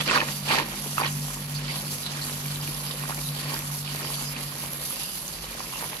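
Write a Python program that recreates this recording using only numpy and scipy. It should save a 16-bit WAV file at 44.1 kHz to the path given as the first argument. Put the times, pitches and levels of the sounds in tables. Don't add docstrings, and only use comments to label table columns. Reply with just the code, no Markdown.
import sys
import numpy as np
from scipy import signal
from scipy.fft import rfft, irfft
from scipy.io import wavfile
from scipy.ndimage import uniform_filter1d

SR = 44100
rng = np.random.default_rng(int(sys.argv[2]) if len(sys.argv) > 2 else 0)


def volts(x):
    e = np.asarray(x, float) / 20
    return 10 ** e


def transcribe(u):
    v = np.clip(np.atleast_2d(u).T, -1, 1)
    q = np.round(v * 32767).astype(np.int16)
    wavfile.write(sys.argv[1], SR, q)


N = 264600
SWELL_SHAPE = 1.51


def rms_one(x):
    return x / np.sqrt(np.mean(x ** 2) + 1e-20)


def in_time(rows):
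    s, *columns = np.transpose(rows)
    return [np.interp(np.arange(N) / SR, s, c) for c in columns]


def at_hz(points, hz):
    points = np.array(points)
    return np.interp(np.log(hz), np.log(points[:, 0]), points[:, 1])


def drift(rate):
    r = np.exp(-80 * np.pi * rate / SR)
    slow = signal.lfilter([1], [1, -2 * r, r * r], rng.standard_normal(N // 40 + 2002))[2000:]
    return np.interp(np.arange(N) / 40, np.arange(len(slow)), rms_one(slow))


def grains(per_s, spread_db):
    sizes_db = spread_db * np.minimum(rng.exponential(1, (2, N)), 4)
    sizes = volts(sizes_db) * rng.choice([-1, 1], (2, N))
    return rms_one(sizes * (rng.random((2, N)) < per_s / SR)) + 1e-18


def coloured(x, spectrum):
    hz = np.maximum(np.fft.rfftfreq(N, 1 / SR), 1)
    lowest = spectrum[0][0]
    edge_db = np.where(hz < lowest, 30 * np.log2(hz / lowest), 0)
    return rms_one(irfft(rfft(x) * volts(at_hz(spectrum, hz) + edge_db), N))


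def resonance(x, hz, width):
    r = np.exp(-np.pi * width / SR)
    zeros = np.array([1, 0, -1]) * (1 - r * r) / 2
    return signal.lfilter(zeros, [1, -2 * r * np.cos(2 * np.pi * hz / SR), r * r], x)


def band(x, low_hz, high_hz):
    return signal.sosfilt(signal.butter(2, [low_hz, high_hz], "band", fs=SR, output="sos"), x)


def swells(rows, shape=SWELL_SHAPE):
    rows = np.array(rows)
    apart = (np.arange(0, N, 49) / SR - rows[:, :1]) / rows[:, 1:2]
    return np.exp(-np.abs(apart) ** shape)


def stretch(coarse):
    return np.interp(np.arange(N) / 49, np.arange(len(coarse)), coarse)


def summed_db(rows, db, rest_db, shape=SWELL_SHAPE):
    power = volts(np.array(db)) ** 2 @ swells(rows, shape) ** 2 + volts(rest_db) ** 2
    return stretch(10 * np.log10(power))


def stream():
    # (time [s], level [dB])
    flow = [(0, 6), (.35, 4.5), (.73, 2), (1.37, 3), (1.72, 5.5), (2.0, 2.5), (2.17, 2), (3.26, 5.5),
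            (3.36, 0), (3.81, 5.5), (3.86, 1.5), (4.14, 8), (4.45, 3.7), (5.05, 6.5), (5.41, 0.5), (6, 4)]
    # (time [s], half-length [s], loss [dB], share of the loss in the lower bands)
    breaks = [(0.0, 0.011, 16, 0.3), (0.102, 0.044, 14, 0.8), (0.213, 0.039, 4.5, 1.8),
              (0.456, 0.062, 6.5, 1), (0.624, 0.043, 5.5, 1.7), (1.46, 0.053, 5, 1.6),
              (1.652, 0.076, 12.5, 0.7), (2.1, 0.046, 9.5, 0.26), (2.954, 0.28, 2.5, 2.4),
              (3.32, 0.019, 3, 2.5), (4.046, 0.28, 2.3, 2.4), (4.36, 0.031, 9, .8), (4.81, 0.48, 2.5, 2.35),
              (5.41, 0.29, 0.24, 2.5), (6.0, 0.22, 2.5, 2.5)]
    # (time [s], half-length [s], level [dB])
    sloshes = [(0.0, 0.034, -36), (0.123, 0.089, -32), (0.548, 0.077, -31.5), (0.306, 0.13, -42),
               (1.733, 0.12, -40.5), (2.074, 0.073, -43.5), (2.833, 0.48, -45), (3.43, 0.13, -41),
               (3.883, 0.059, -40.5), (4.19, 0.29, -42.5), (4.975, 0.093, -41.5), (6.0, 0.26, -46)]
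    flow_db, = in_time(flow)
    _, _, loss_db, reach = np.transpose(breaks)
    high_loss = stretch(loss_db @ swells(breaks))
    low_loss = stretch(loss_db * reach @ swells(breaks))
    slosh = volts(summed_db(sloshes, np.array(sloshes)[:, 2], -90))
    splash = np.hypot(volts(-44.5 + 0.022 * flow_db - 0.34 * low_loss), slosh)
    sizzle = np.hypot(volts(-48.5 + flow_db - low_loss), slosh * volts(-11.5))
    mist_db = -43 + flow_db - high_loss
    return 20 * np.log10(splash), 20 * np.log10(sizzle), mist_db


def spray():
    # (frequency [Hz], level [dB])
    water = [(300, -9), (550, -3), (950, -4), (1700, -5.5), (2500, -6.5), (3600, -4.5), (4900, -3),
             (5900, -10), (7000, -5.5), (8200, -9.5), (10500, 6), (12700, 1), (14000, -4.5), (15600, -9.5)]
    patchy_db, shared_db = 1.25, 1.0
    splash_db, sizzle_db, mist_db = stream()
    drops = coloured(0.73 * rng.standard_normal((2, N)) + 0.66 * grains(2500, 4.0), water)
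    splash_db = splash_db - 20 * np.log10(np.std(band(drops, 2000, 5200)))
    sizzle_db = sizzle_db - 20 * np.log10(np.std(band(drops, 5600, 7600))) + 4
    mist_db = mist_db - 20 * np.log10(np.std(band(drops, 8800, 14000)))
    place = 3 * np.log2(np.fft.rfftfreq(N, 1 / SR) / 1500 + 1)
    together = drift(10.2) + 1.06 * drift(41)
    spectrum, out = rfft(drops), 0
    for k, level_db in enumerate([splash_db] * 7 + [sizzle_db] * 2 + [mist_db] * 3):
        window = np.cos(np.pi / 2 * np.clip(place - k, -1, 1)) ** 2
        flicker_db = shared_db * together + patchy_db * (drift(5.9) + 0.9 * drift(28))
        out = out + irfft(spectrum * window, N) * volts(level_db + flicker_db)
    return volts(-1.0) * out


def trickle():
    cycles = 65.0
    born = grains(300 * volts(1.9 * drift(51)), 0.68)
    dealt = rng.integers(0, 24, N)
    rings = 0
    for k, hz in enumerate(np.geomspace(900, 6000, 24)):
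        mine = born * (dealt == k) + 1e-18
        rings = rings + resonance(mine, hz, hz / cycles) * np.sqrt(2000 / hz)
    splash_db = stream()[0]
    return rms_one(rings) * volts(splash_db - 13)


def hollow():
    # (time [s], length [s], pitch [Hz], level [dB])
    cavities = [(0.268, 0.17, 4700, -38), (0.784, 0.096, 5100, -56), (0.856, 0.068, 6650, -66),
                (1.066, 0.042, 3000, -36), (1.542, 0.048, 4600, -29.5), (1.676, 0.069, 4750, -31.5),
                (1.677, 0.042, 2160, -29), (2.033, 0.067, 3920, -31), (2.203, 0.044, 4300, -31),
                (2.614, 0.04, 3000, -37), (2.493, 0.033, 4300, -35), (2.837, 0.1, 5000, -36),
                (3.228, 0.073, 3870, -35), (3.396, 0.25, 3140, -43), (3.715, 0.18, 5000, -51),
                (3.856, 0.081, 2900, -41), (4.015, 0.091, 4980, -32.5), (4.206, 0.14, 4970, -34),
                (4.134, 0.1, 4570, -34), (4.13, 0.11, 6000, -39.5), (4.14, 0.14, 6950, -35),
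                (4.952, 0.25, 4870, -37), (4.993, 0.25, 2990, -46.5), (4.933, 0.19, 2750, -41),
                (5.546, 0.15, 4970, -41.5), (5.723, 0.061, 2780, -35.5)]
    out = np.zeros((2, N))
    for (s, length, hz, db), noise in zip(cavities, rng.standard_normal((len(cavities), 2, 16000))):
        count = min(round(length * SR), 16000)
        width = hz / (42.0 * length / 0.41)
        hiss = resonance(resonance(noise, hz, width), hz, width)[:, :count]
        at = round(s * SR)
        out[:, at:at + count] += volts(db - 8.5) * rms_one(hiss) * np.hanning(count) ** 0.5
    return out


def motion():
    # (time [s], half-length [s], clatter level [dB], tray thud level [dB])
    tosses = [(.01, 0.015, -22.5, -35), (0.097, 0.031, -21.5, -28.5), (0.158, 0.043, -17.5, -30),
              (0.232, 0.012, -27, -29), (0.278, 0.036, -35, -39), (0.52, 0.036, -20.5, -30),
              (0.575, 0.07, -25, -30), (0.74, 0.08, -34.5, -43.5), (0.867, 0.0091, -46.5, -34.5),
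              (1.006, 0.031, -26, -33.5), (1.051, 0.034, -24, -39)]
    # (time [s], half-length [s], clatter level [dB])
    stirs = [(1.303, 0.64, -47.5), (1.695, 0.2, -45.5), (1.84, 0.034, -44), (2.201, 0.15, -42),
             (2.296, 0.027, -43.5), (2.596, 0.5, -47.5), (2.984, 0.26, -47.5), (3.027, 0.034, -42.5),
             (3.103, 0.029, -39.5), (3.183, 0.011, -36.5), (3.532, 0.13, -39), (3.735, 0.026, -95),
             (4.024, 0.098, -39), (4.21, 0.029, -48), (4.378, 0.054, -40.5), (4.64, 0.25, -45),
             (4.814, 0.043, -44.5), (4.938, 0.072, -49), (5.57, 0.26, -45), (5.814, 0.052, -41),
             (5.932, 0.034, -40)]
    tossed = [(s, length, db - 9, thud_db) for s, length, db, thud_db in tosses]
    stirred = [(s, length, db - 3, db - 1.5) for s, length, db in stirs]
    rows = np.array(tossed + stirred)
    shape = np.array([[1.7]] * len(tosses) + [[SWELL_SHAPE]] * len(stirs))
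    return summed_db(rows, rows[:, 2], -58.5, shape), summed_db(rows, rows[:, 3], -51, shape)


def tumble():
    # (frequency [Hz], width [Hz], level [dB])
    colander = [(460, 1100, 11), (1090, 120, 25.5), (1623, 47, 19), (1850, 50, 26), (2380, 90, 21.5),
                (4070, 73, 18), (4370, 17, -19)]
    # (frequency [Hz], level [dB])
    pieces = [(150, -17), (250, -0.5), (327, -5), (521, 3.5), (588, -48), (653, -1), (1090, -0.5),
              (1320, 3.5), (4520, -12.5), (5250, -11), (9000, -42), (11700, -53), (19800, -120)]
    tumble_db, thud_db = motion()
    per_s = 2200 * volts(0.34 * (tumble_db + 33.5) + 3.2 * drift(40))
    contacts = grains(np.clip(per_s, 1200, 8000), 3.6)
    contacts = contacts / np.sqrt(uniform_filter1d(contacts ** 2, 900) + .03)
    scrunch = rfft(rng.standard_normal(200) * volts(-60 * np.arange(200) / SR / .004))
    contacts = signal.fftconvolve(contacts, irfft(scrunch / np.abs(scrunch))[None], axes=1)[:, :N]
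    body = 0
    for k, (hz, width, db) in enumerate(colander):
        mode = resonance(contacts, hz, max(2.7 * width, 30)) * np.sqrt(300 / width)
        body = body + (-1) ** k * volts(db) * mode
    dealt = np.repeat(rng.integers(0, 16, N // 60 + 1), 60)[:N]
    clacks = 0
    for k, hz in enumerate(np.geomspace(520, 7500, 16)):
        mine = contacts * (dealt == k) + 1e-18
        clacks = clacks + resonance(mine, hz, 1.77 * hz / 10.0) * volts(at_hz(pieces, hz))
    clatter = rms_one(clacks) + 0.89 * rms_one(body)
    clatter = clatter / np.std(band(clatter, 330, 1730))
    thud = band(rms_one(contacts) + .5 * rng.standard_normal((2, N)), 150, 565)
    thud = rms_one(thud) + 0.07 * rms_one(resonance(thud, 257, 30))
    return clatter * volts(tumble_db) + thud * volts(thud_db - 3)


def hits(events, longer, crack_share, crack_hz, push_share):
    out, t = np.zeros((2, N + 2000)), np.arange(2000) / SR
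    for (s, peak_db, hz), noise in zip(events, rng.standard_normal((len(events), 2, 2000))):
        turn = 2 * np.pi * hz * t + np.array([[0], [-np.pi / 2]])
        ringing = np.sin(turn) + .25 * (np.sin(1.17 * turn) + np.sin(.78 * turn))
        crack = crack_share * band(noise * volts(-60 * t / .01), *crack_hz)
        push = push_share * np.sin(2 * np.pi * 330 * t) * volts(-60 * t / 0.011)
        fading = np.exp(-(t / (longer * .0036)) ** 2) + .2 * volts(-60 * t / (longer * .03))
        onset = np.minimum(t / 0.0004, 1)
        at = round(s * SR)
        out[:, at:at + 2000] += volts(peak_db - 5) * (ringing * fading + crack + push) * onset
    return out[:, :N]


def knocks():
    # (time [s], peak level [dB], pitch [Hz])
    toss_knocks = [(0.009, -15.5, 3430), (0.061, -26, 2920), (0.078, -16, 2320), (0.084, -19, 2550),
                   (0.098, -10.5, 2600), (0.111, -10.5, 1480), (0.117, -20, 1090), (0.134, -17, 1190),
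                   (0.158, -14, 1520), (0.158, -22, 1080), (0.161, -11.5, 1120), (0.166, -12.5, 970),
                   (0.171, -12, 1220), (0.176, -14, 1470), (0.184, -19, 1090), (0.2035, -11, 2480),
                   (0.215, -11.5, 1800), (0.221, -19, 860), (0.286, -19, 1890), (0.477, -27, 826),
                   (0.49, -16.5, 2520), (0.508, -19, 700), (0.508, -18, 835), (0.516, -19, 1330),
                   (0.521, -16, 1130), (0.534, -14, 940), (0.539, -16, 1150), (0.547, -15, 775),
                   (0.555, -16.5, 2400), (0.569, -21, 2680), (0.58, -14.5, 910), (0.585, -9.5, 1790),
                   (0.59, -19, 2370), (0.599, -14.5, 934), (0.614, -33, 960), (0.625, -25, 900),
                   (0.683, -28, 750), (0.735, -28, 780), (0.862, -32, 920), (0.981, -10.5, 1260),
                   (0.994, -20, 1070), (1.0, -15, 1030), (1.012, -17, 1200), (1.018, -14.5, 814),
                   (1.035, -21, 910), (1.055, -27, 3240), (1.06, -44, 703), (1.06, -20, 2930),
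                   (0.079, -33, 4730), (0.111, -21, 4450), (0.134, -35, 4800), (0.15, -19, 2500),
                  (0.16, -19, 4380), (0.182, -15, 2570), (0.186, -23, 1010), (0.213, -23, 1080),
                  (0.483, -26, 3400), (0.497, -25, 4500), (0.509, -20, 2700), (0.517, -16, 2280),
                  (0.54, -23, 4600), (0.562, -18, 2550), (0.585, -28, 4350), (0.605, -20, 2300),
                  (0.622, -29, 2480), (0.98, -22, 2680), (1.012, -23.5, 4700), (1.036, -16.5, 2390),
                  (1.049, -23, 2450), (1.063, -25, 1120), (1.062, -23, 4420), (1.068, -24, 3370),
                  (1.075, -20, 3920)]
    stir_knocks = [(1.282, -32, 1120), (1.302, -30, 1050), (1.371, -28, 930), (1.408, -40, 3900),
                   (1.549, -31, 4160), (1.68, -25, 4220), (1.811, -36, 2560), (2.032, -24, 3936),
                   (2.063, -18.5, 3930), (2.222, -26, 4200), (2.327, -24.5, 3970), (2.457, -25, 2320),
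                   (2.482, -29, 4456), (2.558, -21.5, 3880), (2.676, -22.5, 2380), (2.722, -38, 1020),
                   (2.908, -28, 1090), (3.037, -24, 1090), (3.055, -26, 1530), (3.08, -33, 1210),
                   (3.107, -21, 880), (3.178, -31, 740), (3.288, -21, 4000), (3.462, -36, 1050),
                   (3.5, -30, 980), (3.52, -27, 886), (3.538, -21.5, 925), (3.701, -29, 1110),
                   (3.746, -33, 925), (3.857, -36, 1090), (3.877, -22.5, 2470), (3.948, -27, 680),
                   (4.003, -34, 680), (4.048, -26.5, 930), (4.072, -26.5, 3040), (4.103, -26.5, 1050),
                   (4.142, -22.5, 4600), (4.183, -29, 1200), (4.363, -23, 2480), (4.399, -38, 1230),
                   (4.522, -31, 1050), (4.623, -35, 2334), (4.638, -27.5, 800), (4.769, -43, 950),
                   (4.816, -30, 4320), (4.907, -27.5, 1226), (5.05, -32, 3900), (5.441, -29, 830),
                   (5.582, -32, 1080), (5.604, -22, 1040), (5.727, -30, 1040), (5.758, -28.5, 980),
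                   (5.825, -23.5, 880), (5.93, -29.5, 925), (5.966, -36, 1130),
                   (2.24, -25, 4640), (2.91, -20.5, 3740), (3.096, -23, 704), (3.101, -37, 900),
                   (3.118, -25.5, 1190), (3.125, -25, 1380), (5.835, -30, 1040), (2.318, -30, 600),
                   (2.612, -26, 4900), (2.745, -27, 5200), (3.19, -26, 2300), (5.443, -26, 4000),
                   (5.736, -24.5, 1060), (5.792, -29, 4540), (5.818, -28, 960), (5.842, -24, 940),
                   (5.967, -28, 3930), (4.367, -30, 2730), (1.789, -23, 4100)]
    spits = [(0.0767, -21, 4370), (0.6863, -28, 11600), (1.5414, -31, 4620), (2.2593, -34, 11650),
             (2.4613, -21.5, 11900), (2.7786, -35, 11010), (2.9949, -25, 11300), (3.0889, -23, 11600),
             (3.1456, -19, 10700), (3.5418, -17, 4830), (3.5709, -27, 5400), (3.5901, -22, 11300),
             (3.9415, -25, 11200), (3.9595, -21, 4070), (4.6201, -31, 10700), (4.733, -21, 11700),
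             (4.852, -21, 10600), (5.034, -19, 11300), (5.2794, -20, 6100), (5.8571, -35, 11160)]
    # (time [s], peak level [dB], pitch [Hz])
    bumps = [(1.365, -38, 293), (1.407, -37, 480), (1.6, -41, 250), (1.74, -39, 249), (1.831, -35, 574),
             (2.685, -30.5, 293), (2.938, -30.5, 523), (3.095, -36, 285), (3.429, -40, 286),
             (3.483, -33, 248), (3.929, -38, 254), (4.22, -33, 252), (4.36, -37, 253), (5.824, -37, 463)]
    tossed = volts(-2) * hits(toss_knocks, 1, .3, (600, 4500), .12)
    stirred = volts(-2) * hits(stir_knocks, .9, .4, (600, 3600), .2)
    flung = .6 * hits(spits, .5, 2.4, (4500, 15000), 0)
    bumped = hits(bumps, 3, 0, (200, 900), 0)
    return band(tossed + stirred + flung + bumped, 180, 17000)


def tiles(x):
    level_db, t60 = -12, .1
    t = np.arange(6000) / SR
    tail = rng.standard_normal((2, 6000)) * volts(-60 * t / t60) * (t > .003)
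    tail = tail / np.sqrt(np.sum(tail ** 2, axis=1, keepdims=True))
    return x + volts(level_db) * signal.fftconvolve(x[:1], tail, axes=1)[:, :N]


def engine():
    # (time [s], frequency [Hz])
    firing = [(0, 50.8), (.12, 48), (.45, 48.3), (.84, 48.7), (3.74, 48.65), (4.39, 47.95), (4.7, 47.6),
              (5.05, 47.2), (5.4, 45.6), (6, 45.3)]
    # (time [s], level [dB])
    loudness = [(0, -32), (.12, -42), (.25, -37.5), (.8, -43), (.88, -35.5), (1.22, -31), (1.32, -37.5),
                (1.5, -33), (1.68, -33.5), (2.1, -41), (2.18, -38), (2.59, -34), (2.76, -38.5), (3.5, -34),
                (3.76, -38.5), (4.2, -37.5), (4.95, -47), (5.1, -66), (6, -56)]
    # (order, level at a loudness of -38 dB [dB], share of the loudness swing, wavering [dB])
    orders = [(2, -58.5, 0.38, 5), (3, -39, 1.0, 1.86), (4, -58, 0.13, 2), (5, -48, 0.43, 1.26)]
    # (time [s], level [dB])
    throb = [(0.0, -55), (0.2, -63), (0.78, -49), (1.05, -65), (1.14, -51), (1.67, -47), (2.04, -72),
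             (2.09, -57), (3.29, -51), (4.01, -54), (4.06, -71), (4.14, -57), (4.34, -53), (4.43, -61),
             (4.73, -52), (5.18, -69), (5.43, -44), (6.0, -63)]
    # (frequency [Hz], level [dB])
    street_spectrum = [(25, 2), (45, 19), (65, 15.5), (80, -8), (130, 12), (205, 3.5), (260, 7), (400, -30)]
    (hz,), (loud_db,) = in_time(firing), in_time(loudness)
    t, turn = np.arange(N) / SR, 2 * np.pi * np.cumsum(hz) / SR
    tones = np.sqrt(2) * volts(in_time(throb)[0] - 2.5) * np.sin(turn)
    for (order, db, share, waver_db), rate in zip(orders, [6.3, 9.6, 8.4, 11.4]):
        level_db = db + share * (loud_db + 38) + waver_db * drift(rate)
        tones = tones + np.sqrt(2) * volts(level_db) * np.sin(order * (turn + 1))
    street = rng.standard_normal((2, N))
    rumble = coloured(street, street_spectrum + [(900, -54)]) * volts(-52 + 0.18 * drift(25.0))
    boom = rms_one(resonance(resonance(street, 195.4, 26), 195.4, 26)) * volts(-42.5 - 4 * t)
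    rough_db = np.maximum(-47 - 0.5 * t, -55 + 8 * (t - 5.5))
    rough = rms_one(band(street, 133.5, 187.0)) * volts(rough_db)
    return tones * np.array([[1], [0]]) + rumble + boom + rough


def ports(heard):
    # (frequency [Hz], level [dB])
    balance = [(600, 1.6), (1000, -4.0), (1800, -1.3), (3000, -6.6), (5000, -4.7), (6300, -3.3),
               (7200, 3.0), (8000, 8.0), (8800, 5.8), (9800, -1.5), (10800, -6.5), (12500, -5.5),
               (14000, 0.7), (15400, 8.1)]
    # (frequency [Hz], share)
    likeness = [(200, .95), (600, 0.56), (950, 0.66), (1500, 0.54), (2000, 0.3), (3700, 0.39), (6000, 0.35),
                (10500, 0.35), (15000, 0.3)]
    # (frequency [Hz], phase [rad])
    port_lead = [(0, 0), (500, .1), (1120, 1.0), (1800, 3), (3500, 9.4), (5200, 15.7), (16000, 54.5),
                 (23000, 79)]
    hz = np.maximum(np.fft.rfftfreq(N, 1 / SR), 1)
    both, own = rfft(heard)
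    alike = np.clip(at_hz(likeness, hz) + np.clip(1 - hz / 200, 0, 1) * .2, 0, .99)
    lead = np.interp(hz, *np.transpose(port_lead))
    balance_db = at_hz([(400, 0.0039)] + balance[:-1] + [(14600, 2), (15200, 4)], hz)
    right = alike * both * np.exp(-1j * lead) + np.sqrt(1 - alike ** 2) * own
    return irfft(np.array([both, right * volts(-balance_db)]), N)


def scene():
    water = spray() + hollow() + trickle()
    return ports(water + tiles(tumble() + knocks()) + engine())


def band_limit(x):
    return signal.sosfilt(signal.butter(12, 15720, fs=SR, output="sos"), x)


def record(dry):
    cut = signal.cheby2(10, 35, [27, 16250], "band", fs=SR, output="sos")
    return band_limit(signal.sosfilt(cut, dry))


dry = scene()
out = record(dry)
transcribe(out)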